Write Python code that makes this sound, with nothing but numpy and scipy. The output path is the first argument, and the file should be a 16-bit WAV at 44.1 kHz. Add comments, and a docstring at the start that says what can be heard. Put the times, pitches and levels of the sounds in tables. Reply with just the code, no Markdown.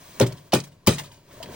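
"""A gloved fist punches the ice on a plastic water trough three times, outdoors, heard close up in stereo.
Each blow cracks the sheet (filtered grit), knocks its plates into the water and rings the trough (damped
sines), over a dull noise thud; crumbling follows and loose shards clink. Water sloshes and bubbles (noise,
pings, rising sines) as the hand comes back out, and a sleeve rustles (shaped noise), first on the first swing.
A near wall and the snowy yard return diffuse echoes over a faint outdoor rumble."""
import sys
import numpy as np
from scipy import signal
from scipy.fft import rfft, irfft
from scipy.io import wavfile

SR = 44100
rng = np.random.default_rng(int(sys.argv[2]) if len(sys.argv) > 2 else 0)


def digitize_waveform(pressure):
    """Quantize a signal to 16-bit integers and store it at the path in sys.argv[1].

    Rows of a 2-D input are taken as channels; values are limited to [-1, 1].
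    """
    field = np.atleast_2d(pressure).T
    bounded = np.clip(field, -1, 1)
    quanta = np.round(bounded * 32767).astype(np.int16)
    wavfile.write(sys.argv[1], SR, quanta)


N = 68355  # samples, 1.55 s

# The fist lands: start_s, trough_db, favoured_pitch_hz, thud_db, hum_db, crumbling_db, crumbling_t60_s
FIST_BLOWS = [(0.2034, -17.5, 480, -17.5, -32.5, -25.5, 0.074), (0.5328, -21, 450, -18, -38, -20, .17),
              (0.874, -20, 243, -19, -31.5, -21, 0.25)]
# The sheet cracks or shards knock: start_s, level_db, hold_s, t60_s, peak_hz, peak_db (a dip if negative)
ICE_CRACKS = [(0.199, -12.5, 0.0019, 0.0044, 5820, 12), (0.2112, -22, 0.006, 0.082, 2950, 5),
              (0.2633, -32, 0.0041, 0.084, 4300, -1.5), (0.323, -39, 0.003, 0.027, 3830, 3),
              (0.37, -51, 0.01, .15, 3930, 3), (0.5215, -28.5, 0.015, 0.06, 2780, 12),
              (0.5344, -12.5, 0.0041, 0.0052, 4260, 1), (0.5453, -24.5, 0.0022, 0.039, 5900, -1),
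              (0.601, -36, 0.0026, 0.019, 5740, 14), (0.6378, -41, 0.0036, 0.074, 5800, 4),
              (0.669, -49, 0.0053, .08, 4000, -5), (0.718, -59, 0.0045, 0.15, 4000, 0),
              (0.8643, -33, .005, 0.012, 1290, 2.5), (0.8707, -12.5, 0.003, 0.062, 5140, 3),
              (0.936, -36.5, 0.0034, 0.12, 6400, 22), (0.9828, -31.5, 0.012, 0.11, 4800, 0),
              (1.034, -46, 0.016, 0.19, 4570, 4.5), (1.116, -51, 0.018, 0.31, 3440, -0.5),
              (1.309, -57, 0.0059, 0.09, 1360, 10.5), (1.4276, -34.5, 0.0032, 0.058, 3780, 7),
              (1.4582, -45, 0.0022, 0.015, 2340, 10)]
# Colour of breaking ice: pitch_hz, level_db
ICE_SPECTRUM = [(100, -21.5), (600, 2.5), (1400, -6), (2600, -0.5), (4200, -1), (7000, -1.5), (10000, 0),
                (12500, -41.5), (15500, 5.5)]
# Plates give way with damped knocks, lower as they sink: start_s, level_db, pitch_hz, t60_s
PLATE_KNOCKS = [(0.2038, -13, 535, 0.033), (0.2100, -10, 387, 0.14), (0.2150, -10, 120.2, 0.22),
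                (0.5322, -2.5, 641, 0.024), (0.5370, -12.5, 329, 0.036), (0.5500, -12.5, 131.2, 0.12),
                (0.8730, -26.5, 860, 0.15), (0.8770, -4.5, 219, 0.045), (0.8795, -7, 110.8, 0.09)]
# Vibrations of trough and floating sheet: pitch_hz, level_db, t60_s
TROUGH_MODES = [(100, -2, 0.12), (172.2, -3, 0.28), (226.2, -5, 0.22), (281, -17.5, 0.28), (328, 5, 0.064),
                (376.2, 1, 0.098), (420, -11, 0.19), (501.4, -2.5, 0.13), (558.6, 3.5, 0.087),
                (645, -3, 0.056), (846, -9.5, 0.048), (926, -4.5, 0.068), (1058, -11, 0.12)]
# The full tub hums on: pitch_hz, level_db, t60_s
TUB_HUM_MODES = [(142.1, 3.5, 0.47), (159.2, -6, 0.61), (185.8, -8, 0.48), (103.4, -10.5, 0.96),
                 (560, -24.5, 0.73)]
# Colour of the dull thud: pitch_hz, level_db
THUD_SPECTRUM = [(25, -28), (60, -12), (120, -4), (300, -3), (600, -13.5), (900, -21), (1300, -24.5),
                 (2500, -28.5), (16000, -65.5)]
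# Course of the sloshing water: time_s, level_db
SLOSH_LEVEL = [(0, -57), (.15, -57), (.21, -44), (.31, -44), (.44, -62), (.62, -56), (.8, -66), (.98, -45),
               (1.1, -58), (1.27, -63), (1.31, -52), (1.38, -51), (1.44, -46), (1.55, -43)]
# Colour of the washing water: pitch_hz, level_db
WATER_SPECTRUM = [(25, -17.5), (60, 2), (140, 3.5), (250, -2), (400, -4.5), (650, -7.5), (1000, -15.5),
                  (1800, -17), (4000, -23), (16000, -48)]
# Colour of the gurgling: pitch_hz, level_db
GURGLE_SPECTRUM = [(150, -3), (400, -1), (700, -2.5), (1500, -13.5), (2500, -46), (16000, -97)]
# Air pockets gulp: start_s, level_db, starting_pitch_hz, t60_s
AIR_POCKETS = [(1.4025, -34, 654, 0.087), (1.431, -39, 123, 0.1), (1.4949, -35.5, 380, 0.057)]
# Course of the sleeve's rustle: time_s, level_db
SLEEVE_LEVEL = [(0, -48), (.07, -47), (.18, -45), (.28, -48), (.41, -57), (.48, -55), (.58, -82.5),
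                (.8, -75), (1.0, -54), (1.22, -66), (1.34, -48.5), (1.47, -51.5), (1.55, -41)]
# Colour of rubbing cloth: pitch_hz, level_db
CLOTH_SPECTRUM = [(30, 0), (150, 2), (600, -3), (1200, 0.5), (3500, -1.5), (8000, -3), (10000, -4.5),
                  (12500, -28), (15500, 4.5)]
# Colour of the faint outdoor rumble: pitch_hz, level_db
AIR_SPECTRUM = [(25, -3.5), (60, -9), (110, 3.5), (250, -9.5), (600, -22), (2000, -26), (8000, -32.5),
                (16000, -38.5)]

CRACK_ATTACK_S, PEAK_WIDTH_OCTAVES = 0.00069, 0.67
SNAP_DB, SNAP_T60_S = -12, 0.0014  # the instant of fracture, relative to each crack
# Below the strong level, the snap moves earlier with every dB and the crack itself starts at once
SNAP_SHIFT_S_PER_DB, STRONG_CRACK_DB = -0.07, -15
CRUMBLE_DELAY_S, CRUMBLE_ATTACK_S, CRUMBLE_HOLD_S = 0.00067, 0.0083, 0.007
CHIPS_PER_S, CHIP_SPREAD_DB, CHIP_CYCLES, CHIP_DB = 2500, 4, 34, -1
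LARGEST_GRAIN_DB = 12
SPOT_DB_PER_OCTAVE2, SPOT_RANGE_DB = 1.5, 27  # modes far from the favoured pitch are weaker
BEND_DELAY_S = 0.00488  # bending waves at 200 Hz arrive this late; higher ones are faster
SWELL_CYCLES, HUM_DELAY_S = 0.54, 0.03
THUD_ATTACK_S, THUD_HOLD_S, THUD_T60_S = 0.0018, 0.026, 0.12
GURGLES_PER_S, GURGLE_DB, GURGLE_CYCLES, GURGLE_SPREAD_DB = 400, -3.5, 14.7, 2.5
GURGLE_LOW_HZ, GURGLE_HIGH_HZ = 228.7, 1510
BUBBLE_RISE_PER_S = 0.8  # share of the starting pitch gained each second
AIR_DB = -60.5
LEFT_LAG_S, LAG_SPREAD, SIDE_DB = 4.3e-5, 0.18, 0.82  # left port hears later but louder; the lag varies
WALL_DB, WALL_T60_S, WALL_LOW_HZ = -1.5, 0.022, 525
YARD_DB, YARD_T60_S, YARD_LOW_HZ = -27.5, 0.5, 150
STOPBAND_HZ = 16700


def ice():
    """Fracturing ice is a stream of grit, opened by each crack or shard and crumbling after every blow."""
    grains = grit()
    cracks = 0
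    for start, db, hold, t60, peak_hz, peak_db in ICE_CRACKS:
        # Most weak cracks thus have their snap before time zero, where it is not heard
        attack = CRACK_ATTACK_S + SNAP_SHIFT_S_PER_DB * max(STRONG_CRACK_DB - db, 0)
        body = envelope(start, attack, hold, t60)
        snap = from_db(SNAP_DB) * envelope(start + attack, 0, 0, SNAP_T60_S)
        crack = (body + snap) * coloured(grains, ICE_SPECTRUM, peak_hz, peak_db)
        cracks = cracks + at_ports(from_db(db) * crack)
    crumbling = 0
    for start, *_, db, t60 in FIST_BLOWS:
        shape = envelope(start + CRUMBLE_DELAY_S, CRUMBLE_ATTACK_S, CRUMBLE_HOLD_S, t60)
        crumbling = crumbling + from_db(db) * shape
    return cracks + at_ports(crumbling * coloured(grit(), ICE_SPECTRUM, peak_hz=2900, peak_db=1.5))


def grit():
    """Steady stream of tiny fractures: dry snaps, and chips that ring briefly."""
    snaps = rng.standard_normal(N) * grain_sizes(CHIP_SPREAD_DB)
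    chips = pings(CHIPS_PER_S, CHIP_SPREAD_DB, low_hz=917.6, high_hz=9925, cycles=CHIP_CYCLES)
    return rms_one(snaps) + from_db(CHIP_DB) * chips


def plates():
    """Plates giving way under the fist knock hollowly, each a damped vibration."""
    return sum(at_ports(from_db(db) * ring(start, hz, t60)) for start, db, hz, t60 in PLATE_KNOCKS)


def trough():
    """Bending waves ring the trough, highs first, over a dull thud; the full tub hums on."""
    rings, thuds = 0, 0
    for start, db, spot_hz, thud_db, hum_db, *_ in FIST_BLOWS:
        for k, (hz, mode_db, t60) in enumerate(TROUGH_MODES):
            loss_db = min(SPOT_DB_PER_OCTAVE2 * np.log2(hz / spot_hz) ** 2, SPOT_RANGE_DB)
            arrival = start + BEND_DELAY_S * np.sqrt(200 / hz)
            polarity = (-1) ** k
            rings = rings + polarity * from_db(db + mode_db - loss_db) * ring(arrival, hz, t60)
        for hz, mode_db, t60 in TUB_HUM_MODES:
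            rings = rings + from_db(hum_db + mode_db) * ring(start + HUM_DELAY_S, hz, t60)
        thuds = thuds + from_db(thud_db) * envelope(start, THUD_ATTACK_S, THUD_HOLD_S, THUD_T60_S)
    return at_ports(rings) + at_ports(thuds * noise(THUD_SPECTRUM))


def water():
    """Water washes as noise and gurgles as pings between the pieces; air pockets gulp with rising pitch."""
    gulps = 0
    for start, db, hz, t60 in AIR_POCKETS:
        gulps = gulps + from_db(db) * ring(start, hz, t60, BUBBLE_RISE_PER_S)
    gurgles = pings(GURGLES_PER_S, GURGLE_SPREAD_DB, GURGLE_LOW_HZ, GURGLE_HIGH_HZ, GURGLE_CYCLES)
    wash = noise(WATER_SPECTRUM) + from_db(GURGLE_DB) * coloured(gurgles, GURGLE_SPECTRUM)
    return at_ports(level(SLOSH_LEVEL) * wash + gulps)


def sleeve():
    """The coat's cloth rubs as the arm moves: noise that follows a level curve."""
    return at_ports(level(SLEEVE_LEVEL) * noise(CLOTH_SPECTRUM))


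def air():
    """Faint, steady outdoor rumble."""
    return at_ports(from_db(AIR_DB) * noise(AIR_SPECTRUM))


def at_ports(x, size=2048, lead=8):
    """A sound from one place reaches the right microphone port, then the left, then returns from the wall."""
    taps = np.arange(size) - lead  # the lead leaves room for the interpolation kernel
    lag = LEFT_LAG_S * SR * (1 + LAG_SPREAD * rng.normal())
    left = np.sinc(taps - lag) * from_db(SIDE_DB)
    right = np.sinc(taps) * from_db(-SIDE_DB)
    paths = np.array([left, right]) + from_db(WALL_DB) * reflections(WALL_T60_S, WALL_LOW_HZ, size)
    return signal.fftconvolve(x[None], paths, axes=1)[:, lead:lead + N]


def reflections(t60, low_hz, size):
    """Diffuse echoes of a click, different on each side, with the bass removed."""
    tails = rng.standard_normal((2, size)) * envelope(0.00071, 0.00017, 0, t60)[:size]
    tails /= np.sqrt(np.sum(tails ** 2, axis=1, keepdims=True))
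    return signal.sosfilt(signal.butter(2, low_hz, "high", fs=SR, output="sos"), tails)


def ring(start, hz, t60, rise=0):
    """A damped vibration that swells within about a cycle and may rise in pitch."""
    t = since(start)
    tone = np.sin(2 * np.pi * hz * t * (1 + .5 * rise * t))
    swell = 1 - np.exp(-t * hz / SWELL_CYCLES)
    return tone * swell * from_db(-60 * t / t60)


def pings(per_s, spread_db, low_hz, high_hz, cycles, count=28):
    """Random taps of uneven size excite resonators that each ring some cycles (to -60 dB); unit power."""
    sizes = grain_sizes(spread_db) * rng.choice([-1, 1], N)
    clicks = sizes * (rng.random(N) < per_s / SR)
    dealt = rng.integers(0, count, N)  # which resonator each click strikes
    pitches = np.geomspace(low_hz, high_hz, count) * rng.uniform(.96, 1.04, count)
    out = 0
    for k, hz in enumerate(pitches):
        radius = from_db(-60 * hz / (cycles * SR))
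        angle = 2 * np.pi * hz / SR
        poles = [1, -2 * radius * np.cos(angle), radius * radius]
        struck = clicks * (dealt == k) + 1e-18  # tiny offset keeps the filter off denormals
        out = out + np.sqrt(hz) * signal.lfilter([0, np.sin(angle)], poles, struck)
    return rms_one(out)


def grain_sizes(spread_db):
    """Many small grains and a few larger ones, up to a limit."""
    return from_db(np.minimum(spread_db * rng.exponential(1, N), LARGEST_GRAIN_DB))


def noise(spectrum):
    """Steady noise with a spectrum."""
    return coloured(rng.standard_normal(N), spectrum)


def coloured(x, spectrum, peak_hz=1000, peak_db=0):
    """Give a steady sound a spectrum and perhaps one broad peak or dip; unit power."""
    octave = np.log2(np.maximum(np.arange(N // 2 + 1) * SR / N, 1))
    hz, db = np.transpose(spectrum)
    curve_db = np.interp(octave, np.log2(hz), db)
    bump_db = peak_db * np.exp(-.5 * ((octave - np.log2(peak_hz)) / PEAK_WIDTH_OCTAVES) ** 2)
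    return rms_one(irfft(rfft(x) * from_db(curve_db + bump_db), N))


def envelope(start, attack, hold, t60):
    """Linear rise, and exponential fall once the hold time since the start is over."""
    rise = np.minimum(since(start) / max(attack, 1e-5), 1)
    return rise * from_db(-60 * since(start + hold) / t60)


def level(rows):
    """Gain along a curve of time_s, level_db."""
    return from_db(np.interp(since(0), *np.transpose(rows)))


def since(start):
    """Seconds since a moment, zero before it."""
    return np.maximum(np.arange(N) / SR - start, 0)


def rms_one(x):
    """Scale to unit power."""
    return x / np.sqrt(np.mean(x ** 2) + 1e-20)


def from_db(db):
    """Decibels to gain."""
    return 10 ** (np.asarray(db) / 20)


def scene():
    """The close sounds, their faint echo from the snowy yard, and the air."""
    near = ice() + plates() + trough() + water() + sleeve()
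    echoes = reflections(YARD_T60_S, YARD_LOW_HZ, size=30000)
    yard = signal.fftconvolve(near, echoes, axes=1)[:, :N]
    return near + from_db(YARD_DB) * yard + air()


def record(dry):
    """The recorder rounds peaks by soft saturation and cuts the top steeply."""
    top_cut = signal.cheby2(16, 70, STOPBAND_HZ, fs=SR, output="sos")
    return signal.sosfilt(top_cut, np.tanh(dry))


dry = scene()
out = record(dry)
digitize_waveform(out)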